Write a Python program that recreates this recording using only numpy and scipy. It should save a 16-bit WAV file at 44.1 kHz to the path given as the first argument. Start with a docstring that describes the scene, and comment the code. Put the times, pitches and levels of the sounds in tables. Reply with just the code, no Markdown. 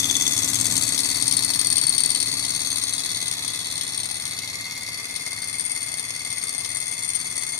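"""A bench in a small room: a hot-air engine spins freely at 18 turns a second, while a pair of microphones
draws back from 12 to 34 cm. The play in its rods and pistons is taken up in a fixed pattern of knocks
every turn; they ring the metal frame, over sliding friction, the hum of the shaking base and a low rumble.
The rod slaps at first, and joints slam now and then, mostly in one rattling spell. The engine sits to
the left, and the right microphone is shaded from the treble."""
import sys
import numpy as np
from scipy import signal
from scipy.fft import rfft, irfft, next_fast_len
from scipy.io import wavfile
from scipy.ndimage import uniform_filter1d, minimum_filter1d, map_coordinates

SR = 44100
rng = np.random.default_rng(int(sys.argv[2]) if len(sys.argv) > 2 else 0)


def wrap_up_sound(samples):
    """Save the sound to the file named by the first command line argument, as 16-bit audio."""
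    columns = np.atleast_2d(samples).T
    # keep every value between -1 and 1, then stretch to whole-number steps
    tamed = np.clip(columns, -1, 1)
    steps = np.round(tamed * 32767).astype(np.int16)
    wavfile.write(sys.argv[1], SR, steps)


N = 334719


def amp(db):
    """Decibels to gain."""
    return 10 ** (np.asarray(db) / 20)


def unit(x):
    """Scale to rms 1."""
    return x / np.sqrt(np.mean(x ** 2) + 1e-20)


def along(points, hz):
    """(Hz, value) points read on a log axis."""
    f, v = np.transpose(points)
    return np.interp(np.log(hz + 1), np.log(f + 1), v)


def curve(points):
    """(s, value) points read at every sample."""
    return np.interp(np.arange(N) / SR, *np.transpose(points))


def wobble(rate):
    """A smooth random curve, rate knots a second."""
    return map_coordinates(rng.standard_normal(int(N * rate / SR) + 4), [np.arange(N) * rate / SR])


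def filtered(x, response):
    """x times a response of frequency."""
    n = x.shape[-1]
    m = next_fast_len(n + 8192, True)
    return irfft(rfft(x, m) * response(np.fft.rfftfreq(m, 1 / SR)), m)[..., :n]


def coloured(x, spectrum):
    """x with a broad colour, at rms 1."""
    return unit(filtered(x, lambda f: amp(along(spectrum, f))))


def rung(x, modes, order=1):
    """x through resonances (pitch_hz, width_hz, level_db), at rms 1; order 2 darkens the valleys."""
    def response(f):
        return sum((-1) ** k * amp(db) * 1j * f * width / (hz * hz - f * f + 1j * f * width)
                   for k, (hz, width, db) in enumerate(modes))
    return unit(filtered(x, lambda f: response(f) ** order))


def pair(alike, size=N):
    """White noise at two microphones that share a part of it."""
    shared = rng.standard_normal(size)
    return np.sqrt(alike) * shared + np.sqrt(1 - alike) * rng.standard_normal((2, size))


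def panned(x, left_db):
    """Tip the balance to the left, keeping the sum."""
    share = 1 / (1 + amp(-left_db))
    return 2 * x * np.array([share, 1 - share]).reshape(2, -1)


# The microphones draw back from the engine, then all but rest: time_s, distance_m
MIC_PATH = [(0, .12), (.7, 0.13), (1.5, 0.16), (3, 0.22), (4.7, 0.32), (7.59, 0.34)]
def doublings(near_m=.12):
    """How many times the distance to the engine has doubled; called far below."""
    return np.log2(curve(MIC_PATH) / near_m)


def beamed(lobes, far, loss_db=7):
    """Level in dB of a strong mode: the microphones move through its lobes and lose it with distance."""
    return curve(lobes) - loss_db * far


# The flywheel's nearly steady speed: time_s, turns_per_s
FLYWHEEL_SPEED = [(0.0, 17.962), (1.0, 17.946), (2.0, 17.955), (2.8, 18.03), (3.8, 18.081), (4.5, 18.027),
                  (5.2, 18.045), (6.0, 18.073)]
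def crank(start_turns=0.08106):
    """Turns of the flywheel so far."""
    return start_turns + np.cumsum(curve(FLYWHEEL_SPEED)) / SR


# The contacts of one turn and their relative force on each part: place_turns, scatter_turns, chatter_s,
# ping_db, thin_db, wheel_db, clack_db, frame_db, bracket_db, plate_db
TURN_KNOCKS = [(.048, .005, .0017, 0, 0, 0, -5, -3, -7, 0), (.115, .014, .003, -4, -7, -5, -4, -2, -8, -4),
               (.255, .02, .003, -11, -12, -15, -9, -10, -7, -11),
               (.33, .006, .002, -12, -8, -11, -10, -9, -12, -7),
               (.365, .012, .003, -12, -13, -12, -11, -8, -14, -8),
               (.51, .008, .002, -26, -20, -24, -20, -20, -7, -22),
               (.622, .005, .0017, -1, -6, -14, 0, 0, -8, -4),
               (.695, .016, .003, -5, -8, -9, -7, -7, -6, -6),
               (.835, .005, .0016, -1, -3, 0, -9, -5, -1, -7),
               (.87, .012, .0025, -14, -11, -12, -6, -1, -1, -7)]
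def knock_power(turns, force_db=1.3, bright_db=1.6, rise_s=.0005):
    """Each contact comes once a turn, a little early or late, and chatters: power into seven parts."""
    power, t = np.zeros((7, N + SR)), np.arange(SR // 40) / SR
    whole = np.arange(int(turns[-1]) + 1)
    for place, scatter, chatter_s, *part_db in TURN_KNOCKS:
        late, hard, bright = np.clip(rng.standard_normal((3, len(whole))), -2, 2)
        starts = np.searchsorted(turns, whole + place + scatter * late)
        samples = (starts[:, None] + np.arange(len(t))).ravel()
        burst = (np.exp(-t / chatter_s) * (1 - np.exp(-t / rise_s))) ** 2
        burst /= burst.sum()
        train = lambda db: np.bincount(samples, np.outer(amp(db) ** 2, burst).ravel(), N + SR)
        # the ping depends more than the rest on how squarely the metal meets
        power[0] += amp(part_db[0]) ** 2 * train(force_db * hard + bright_db * bright)
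        power[1:] += amp(part_db[1:])[:, None] ** 2 * train(force_db * hard)
    return power[:, :N] / power[:, :N].mean(axis=1, keepdims=True)


def drive(power, slide_db, alike):
    """Chattering contacts on top of steady sliding friction."""
    return np.sqrt(power + amp(slide_db) ** 2) * pair(alike)


def chime(power, hz, damping_hz, blur_hz, skirt_hz=420):
    """One clean mode, topped up by every knock: it dies away between knocks, and each nudges its phase."""
    energy = signal.lfilter([1], [1, -np.exp(-2 * np.pi * damping_hz / SR)], power)
    nudges = np.sqrt(2 * np.pi * blur_hz * power / SR) * rng.standard_normal(N)
    phase = 2 * np.pi * hz * np.arange(N) / SR + uniform_filter1d(np.cumsum(nudges), 40)
    mic_drift = np.array([wobble(14), wobble(14)])
    return rung(np.sqrt(energy) * np.sin(phase + mic_drift), [(hz, skirt_hz, 0)])


PING_HZ, CLACK_HZ, LINK_HZ, ROD_HZ = 8815, 4265, 3915, 3468

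# The clack's lobes along the microphones' path: time_s, level_db
CLACK_LOBES = [(0, -47), (1, -40), (2, -35), (2.7, -35), (4.3, -35), (5.3, -40)]
# Resonances of the thin links: pitch_hz, width_hz, level_db
THIN_LINK_MODES = [(5463, 230, 5), (5920, 190, 1), (6250, 350, 2), (6960, 200, 0.5)]
# The colour of bare metal contact: pitch_hz, level_db
CONTACT_COLOUR = [(1500, -39), (2950, -15), (3300, -3.5), (3900, -5.5), (4400, -6), (4950, -6.5),
                  (5450, -2), (6000, -3.5), (6600, -8.5), (8000, -25), (11000, -30)]
def link_clatter(clack, ticks, scrape, far):
    """The joints clack, the thin links tick and bare metal scrapes."""
    level_db = -35 - 7 * far
    out = amp(beamed(CLACK_LOBES, far)) * chime(clack, CLACK_HZ, damping_hz=150, blur_hz=110)
    out += amp(level_db + 1.5) * rung(ticks, THIN_LINK_MODES)
    return out + amp(level_db - 3.5) * coloured(scrape, CONTACT_COLOUR)


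# Lobes of the frame, link, wheel, post and treble modes along the microphones' path: time_s, level_db
FRAME_LOBES = [(0, -37), (.5, -37), (.95, -31), (1.8, -26.5), (2.2, -27), (3.3, -31.5), (4.5, -32.5),
               (7.59, -31)]
LINK_LOBES = [(0, -49), (.5, -39), (1.2, -38.5), (1.7, -40), (2.9, -34.5), (3.5, -35.5), (4.4, -37),
              (5.3, -50), (6.4, -47)]
WHEEL_LOBES = [(.3, -28.5), (1.9, -43), (2.6, -30), (4.7, -40.5), (7.59, -30)]
POST_LOBES = [(0, -39), (.5, -43), (1.8, -42.5), (3.3, -67), (4.6, -35), (5.2, -34.5), (7.59, -37)]
TREBLE_LOBES = [(0, -35), (.65, -26), (1.5, -37.5), (3, -37), (5.9, -48), (7.59, -32)]
# The metal's treble resonances: pitch_hz, width_hz, level_db
TREBLE_MODES = [(6710, 110, -8), (7450, 330, -5), (7830, 90, 3.5), (8540, 90, 4.5)]
def metal_rings(frame, clack, wheel, ticks, far):
    """The knocks ring the frame, link, wheel and post; each swells and fades as its lobes pass."""
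    out = amp(beamed(FRAME_LOBES, far)) * chime(frame, hz=4462, damping_hz=60, blur_hz=48)
    out += amp(beamed(LINK_LOBES, far)) * chime(clack, LINK_HZ, damping_hz=190, blur_hz=150)
    out += amp(beamed(WHEEL_LOBES, far)) * chime(wheel, hz=6305, damping_hz=110, blur_hz=90)
    out += amp(beamed(TREBLE_LOBES, far)) * rung(ticks, TREBLE_MODES)
    return out + amp(beamed(POST_LOBES, far) - 4.5) * rung(ticks, [(4740, 280, 0)], order=2)


# Resonances of the smallest parts: pitch_hz, width_hz, level_db
PIN_MODES = [(9720, 150, 1), (11450, 140, -9.5), (12700, 89, -5.5), (13100, 140, -23)]
# The colour of rubbing metal: pitch_hz, level_db
RUB_COLOUR = [(3000, -34), (4950, -16), (5900, -13), (7500, -1), (8600, 0), (9300, -1), (10300, -0.5),
              (11100, -12), (12500, -6), (14200, -11)]
# The fizz at the left microphone over the right: time_s, left_db
FIZZ_BALANCE = [(1.2, 17), (3.5, 9.5), (6.5, 4.5)]
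def friction_fizz(ticks, scrape, far):
    """Ticking pins and rubbing metal make the top treble, which drifts towards the centre."""
    level_db = -33.5 - 8 * far
    pins = amp(level_db - 3.0) * rung(ticks, PIN_MODES)
    rub = amp(level_db + 2.16) * coloured(scrape, RUB_COLOUR)
    return panned(pins + rub, curve(FIZZ_BALANCE))


# The rod's lobes along the microphones' path: time_s, level_db
ROD_LOBES = [(.2, -31.5), (.5, -39), (1, -41), (1.6, -43), (2.4, -38), (2.9, -37), (3.6, -34), (4.3, -40),
             (5.2, -39), (7.59, -38)]
def rod_ring(power, far):
    """The knocks keep the rod ringing on one note."""
    return amp(beamed(ROD_LOBES, far)) * chime(power, ROD_HZ, damping_hz=95, blur_hz=85)


# Lobes of the high ping and the bracket along the microphones' path: time_s, level_db
PING_LOBES = [(0, -41), (1, -30.5), (1.7, -27.5), (2.6, -27.5), (3.4, -31.5), (4.2, -28), (4.6, -45.5),
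              (4.9, -40), (5.6, -25), (6.1, -29), (7.1, -24), (7.59, -24.5)]
BRACKET_LOBES = [(0, -55), (2.5, -45), (4.1, -42.5), (4.55, -32.5), (5.6, -33), (7.59, -34.5)]
def ping_and_bracket(ping, bracket, far):
    """Metal meeting squarely pings; the bracket shares in the ping and rings its own lower note."""
    ping_db, bracket_db = beamed(PING_LOBES, far), beamed(BRACKET_LOBES, far)
    high = amp(ping_db + 3.2) * chime(ping, PING_HZ, damping_hz=48, blur_hz=30, skirt_hz=700)
    chatter = drive(ping, slide_db=-13.5, alike=0.15)
    high += amp((ping_db + bracket_db) / 2 + 4.0) * rung(chatter, [(9065, 200, 0)])
    low = amp(bracket_db) * chime(bracket, hz=2118, damping_hz=42, blur_hz=34)
    return panned(high, left_db=13) + panned(low, left_db=14)


def shoves(turns):
    """The load reversals push the base alike in every turn, to and fro, which makes a fine buzz."""
    pulses, whole = np.zeros(N + 1), np.arange(int(turns[-1]) + 1)
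    for k, (place, *_, plate_db) in enumerate(TURN_KNOCKS):
        pulses[np.searchsorted(turns, whole + place)] = (-1) ** k * amp(plate_db)
    colour = [(200, -20), (400, -7), (700, 0), (1200, -2),
              (2000, 3.5), (2600, -5), (2950, -24), (8000, -60)]
    return coloured(pulses[:N], colour)


# The colour of the knocked base plate: pitch_hz, level_db
PLATE_COLOUR = [(150, -6), (300, -9.5), (410, 0.5), (540, -1.5), (660, -1.5), (800, 0), (1130, 2),
                (1350, -1.5), (1650, -2), (2000, 5), (2380, 1.5), (2620, 4), (2900, -11), (3400, -14),
                (6000, -32)]
def base_plate(bracket, plate, turns, far, left_db):
    """The knocks thud in the base plate, and the rocking bracket rings it."""
    level_db = -40 - 5 * far
    rocking = drive(bracket, slide_db=-10, alike=0.43)
    ring = amp(level_db - 5) * rung(rocking, [(2020, 170, 0), (2620, 240, -5)], order=2)
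    knocking = coloured(drive(plate, slide_db=1.5, alike=0.54), PLATE_COLOUR)
    thud = amp(level_db) * (knocking + amp(-11) * shoves(turns))
    return panned(ring, left_db=1.5) + panned(thud, left_db - 2)


def linkage(turns, far, left_db):
    """The knocks and friction of rods and pistons, sounding through every part they drive."""
    ping, thin, wheel, clack, frame, bracket, plate = knock_power(turns)
    ticks = drive(thin, slide_db=-11, alike=0.45)
    scrape = drive(thin, slide_db=-1, alike=0.099)
    return (panned(link_clatter(clack, ticks, scrape, far), left_db - 5)
            + panned(metal_rings(frame, clack, wheel, ticks, far), left_db + 5)
            + friction_fizz(ticks, scrape, far)
            + panned(rod_ring((frame + bracket) / 2, far), 2.1 * left_db - 10)
            + ping_and_bracket(ping, bracket, far)
            + base_plate(bracket, plate, turns, far, left_db))


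def orders(turns, table, waver_db):
    """Slightly unsteady tones at multiples of the turning speed."""
    tones = (amp(db + waver_db * wobble(5.6)) * np.sin(2 * np.pi * (round(k) * turns + rng.random()))
             for k, db in table)
    return unit(sum(tones))


# Tones of the shaken bench and of the humming base: cycles_per_turn, level_db
BENCH_TONES = [(4, -8.5), (5, -8), (6, 2), (7, -20), (9, -3), (10, -22)]
BASE_TONES = [(13, -6.5), (14, -11), (15, 3), (16, -5.5), (17, -4.5), (18, -11), (21, -11.5), (23, -12.5),
              (37, -16)]
# The colour of the low rumble: pitch_hz, level_db
RUMBLE_COLOUR = [(20, -32), (45, -8), (70, -6), (110, 3), (165, 0.5), (220, -3), (300, -9.5), (400, -20.5),
                 (900, -19.5)]
# The rumble swells twice: time_s, gain_db
RUMBLE_SWELLS = [(0, -2), (.55, 3.5), (.77, 6), (1, -0.5), (3.1, -1), (3.6, -1), (4.1, 1.5), (5.1, -0.5),
                 (7.59, 0)]
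def bench(turns, far, left_db):
    """The unbalanced engine shakes its base and the bench, over a low rumble."""
    rumble_db, hum_db = -40.5 - 6.5 * far, -41 - 12 * far
    shake = amp(rumble_db - 7) * orders(turns, BENCH_TONES, waver_db=-1.5)
    hum = amp(hum_db) * orders(turns, BASE_TONES, waver_db=1.2)
    rumble = amp(rumble_db + curve(RUMBLE_SWELLS)) * coloured(pair(0.77), RUMBLE_COLOUR)
    return panned(shake + rumble, left_db - 3.5) + panned(hum, left_db + 3)


# The rod slaps in its bearing, close up and hard left: start_s, level_db
BEARING_SLAPS = [(.043, -17), (.098, -17), (.153, -13), (.265, -16)]
def rod_slaps(rise_s=0.0012, decay_s=0.0048):
    """A slap gives one short, clean ping of the rod."""
    out, t = np.zeros(N + SR), np.arange(SR // 20) / SR
    shape = (1 - np.exp(-t / rise_s)) * np.exp(-t / decay_s)
    ping = shape / shape.max() * np.sin(2 * np.pi * ROD_HZ * t)
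    for start_s, level_db in BEARING_SLAPS:
        out[round(start_s * SR):][:len(t)] += amp(level_db - 1) * ping
    return panned(out[:N], left_db=22)


# The hardest knocks, thickest from 1.2 to 2.2 s; levels relative: start_s, ping_db, contact_s, crack_db
JOINT_SLAMS = [(0.5548, -22, .003, -13), (0.766, -13, .003, -12), (0.9777, -12, 0.0065, -11.5),
               (0.99, -15, .002, -14), (1.2232, -7, .005, -15), (1.279, -3, 0.0042, -13),
               (1.3115, -8, .005, -12), (1.324, -8, .003, -11), (1.367, -6.5, 0.0074, -22),
               (1.3905, -11, .008, -15), (1.4235, -7.5, .005, -16), (1.446, -10, 0.0055, -28),
               (1.5357, -12.5, 0.012, -12), (1.594, -6.5, 0.0065, -17), (1.6121, -13, 0.01, -14),
               (1.6458, -13, .004, -20), (1.67, -4, 0.0055, -18), (1.7014, -8, .004, -17),
               (1.726, -6, 0.011, -18), (1.7562, -10, 0.005, -17), (1.7684, -1, 0.0025, -13),
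               (1.7804, -8, 0.0073, -13), (1.813, -5, 0.0056, -17), (1.8366, -11, .007, -24),
               (1.867, -3, .006, -21), (1.8925, -1.5, .009, -16), (1.9803, -3, 0.0057, -8),
               (2.004, -7, .004, -17), (2.0352, -5, 0.0046, -17), (2.0587, -5.5, 0.0086, -22),
               (2.1027, -6.5, .005, -15), (2.1473, -8.5, .006, -14.5), (2.2016, -9, .004, -11.5),
               (2.2267, -9.5, 0.01, -17), (2.4484, -13, 0.009, -14), (2.837, -9.5, .003, -24),
               (2.936, -10, .002, -25), (3.28, -12.5, 0.0081, -23), (3.3124, -12.5, .006, -16),
               (3.4783, -13, .005, -18), (3.7782, -16, .002, -18), (3.8107, -10.5, 0.0029, -16),
               (3.9753, -13, 0.0067, -29), (4.0321, -15, .008, -22), (4.0551, -15, .003, -25),
               (4.2533, -15, .003, -18), (4.3875, -18, .004, -16), (4.4754, -23, .003, -21),
               (5.1604, -15, 0.0057, -17.5), (5.263, -16, 0.0025, -24), (5.5958, -11, .003, -22),
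               (5.607, -14, .003, -30), (5.658, -15, 0.012, -30), (5.7149, -12.5, 0.0067, -34),
               (5.983, -16, .002, -29), (5.9947, -16, 0.0022, -24), (6.3029, -13, .003, -23),
               (6.326, -11, 0.0033, -27), (6.382, -14, .002, -36), (6.437, -12.5, .004, -27),
               (6.4922, -13, .003, -28), (6.647, -14, 0.0028, -18), (7.0898, -12, 0.006, -24),
               (7.1507, -10.5, 0.012, -20)]
def joint_slams(swell_s=0.00066, release_s=0.0014, crack_s=0.0064, shoulder_hz=8650):
    """A joint slams and grinds: a crack, then the ping swells while the contact lasts and is damped."""
    out, t = np.zeros((2, N + SR)), np.arange(SR // 30) / SR
    for start_s, ping_db, contact_s, crack_db in JOINT_SLAMS:
        shape = (1 - np.exp(-t / swell_s)) * np.exp(-t / (2 * contact_s))
        shape /= 1 + np.exp(np.minimum((t - contact_s) / release_s, 20))
        tone = np.sin(2 * np.pi * (PING_HZ + 15 * rng.standard_normal()) * t)
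        tone += amp(-15) * np.sin(2 * np.pi * (shoulder_hz * t + rng.random()))
        ping = amp(ping_db - 5) * shape / shape.max() * tone
        noise = pair(0.47, size=len(t))
        clack = rung(noise, [(LINK_HZ, 220, -2), (CLACK_HZ, 220, 0)], order=2)
        grit = unit(coloured(noise, CONTACT_COLOUR) + 0.51 * rung(noise, PIN_MODES) + .6 * clack)
        crack = amp(crack_db - 9) * np.exp(-t / crack_s) * grit
        out[:, round(start_s * SR):][:, :len(t)] += ping + crack
    return panned(out[:, :N], left_db=16)


# How long the room around the bench rings: pitch_hz, t60_s
ROOM_DECAY = [(200, .1), (2000, .2), (10000, .11)]
def room(x):
    """A small room; the middle range outlasts the bass and treble."""
    hz, t, noise = signal.stft(rng.standard_normal((2, SR // 3)), SR, nperseg=256)
    tail = signal.istft(noise * amp(-60 * t / along(ROOM_DECAY, hz)[:, None]), SR, nperseg=256)[1]
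    return signal.fftconvolve(x, tail / np.linalg.norm(tail[0]), axes=1)[:, :N]


def scene():
    """The engine on its bench: softer, more central and more blended with the room as we draw back."""
    turns, far = crank(), doublings()
    left_db, wet_db = 10.5 - 2.5 * far, -12.5 + 5 * far
    clatter = linkage(turns, far, left_db) + joint_slams() + rod_slaps()
    engine = clatter + bench(turns, far, left_db)
    lead_s = .00016  # the sound reaches the left microphone first
    direct = filtered(engine, lambda f: np.exp(1j * np.pi * lead_s * np.outer([1, -1], f)))
    return direct + room(amp(wet_db) * clatter)


def limited(x, ceiling=.78, size=90):
    """A quick limiter holds down the hardest peaks."""
    needed = np.minimum(1, ceiling / (np.abs(x).max(axis=0) + 1e-9))
    return x * uniform_filter1d(minimum_filter1d(needed, 2 * size), size)


# The right microphone's response, shaded from the treble: pitch_hz, gain_db
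RIGHT_MIC = [(3000, 4.5), (6300, 2), (7200, 2), (7900, -6), (8500, -5.5), (9200, -15), (11000, -22),
             (14000, -10.5)]
def record(dry):
    """The right microphone is dull; peaks are limited and nothing is kept above the band limit."""
    top_hz = 14300
    shaded = filtered(dry, lambda f: np.array([np.ones_like(f), amp(along(RIGHT_MIC, f))]))
    return filtered(limited(shaded), lambda f: 1 / np.sqrt(1 + (f / top_hz) ** 500))


dry = scene()
out = record(dry)
wrap_up_sound(out)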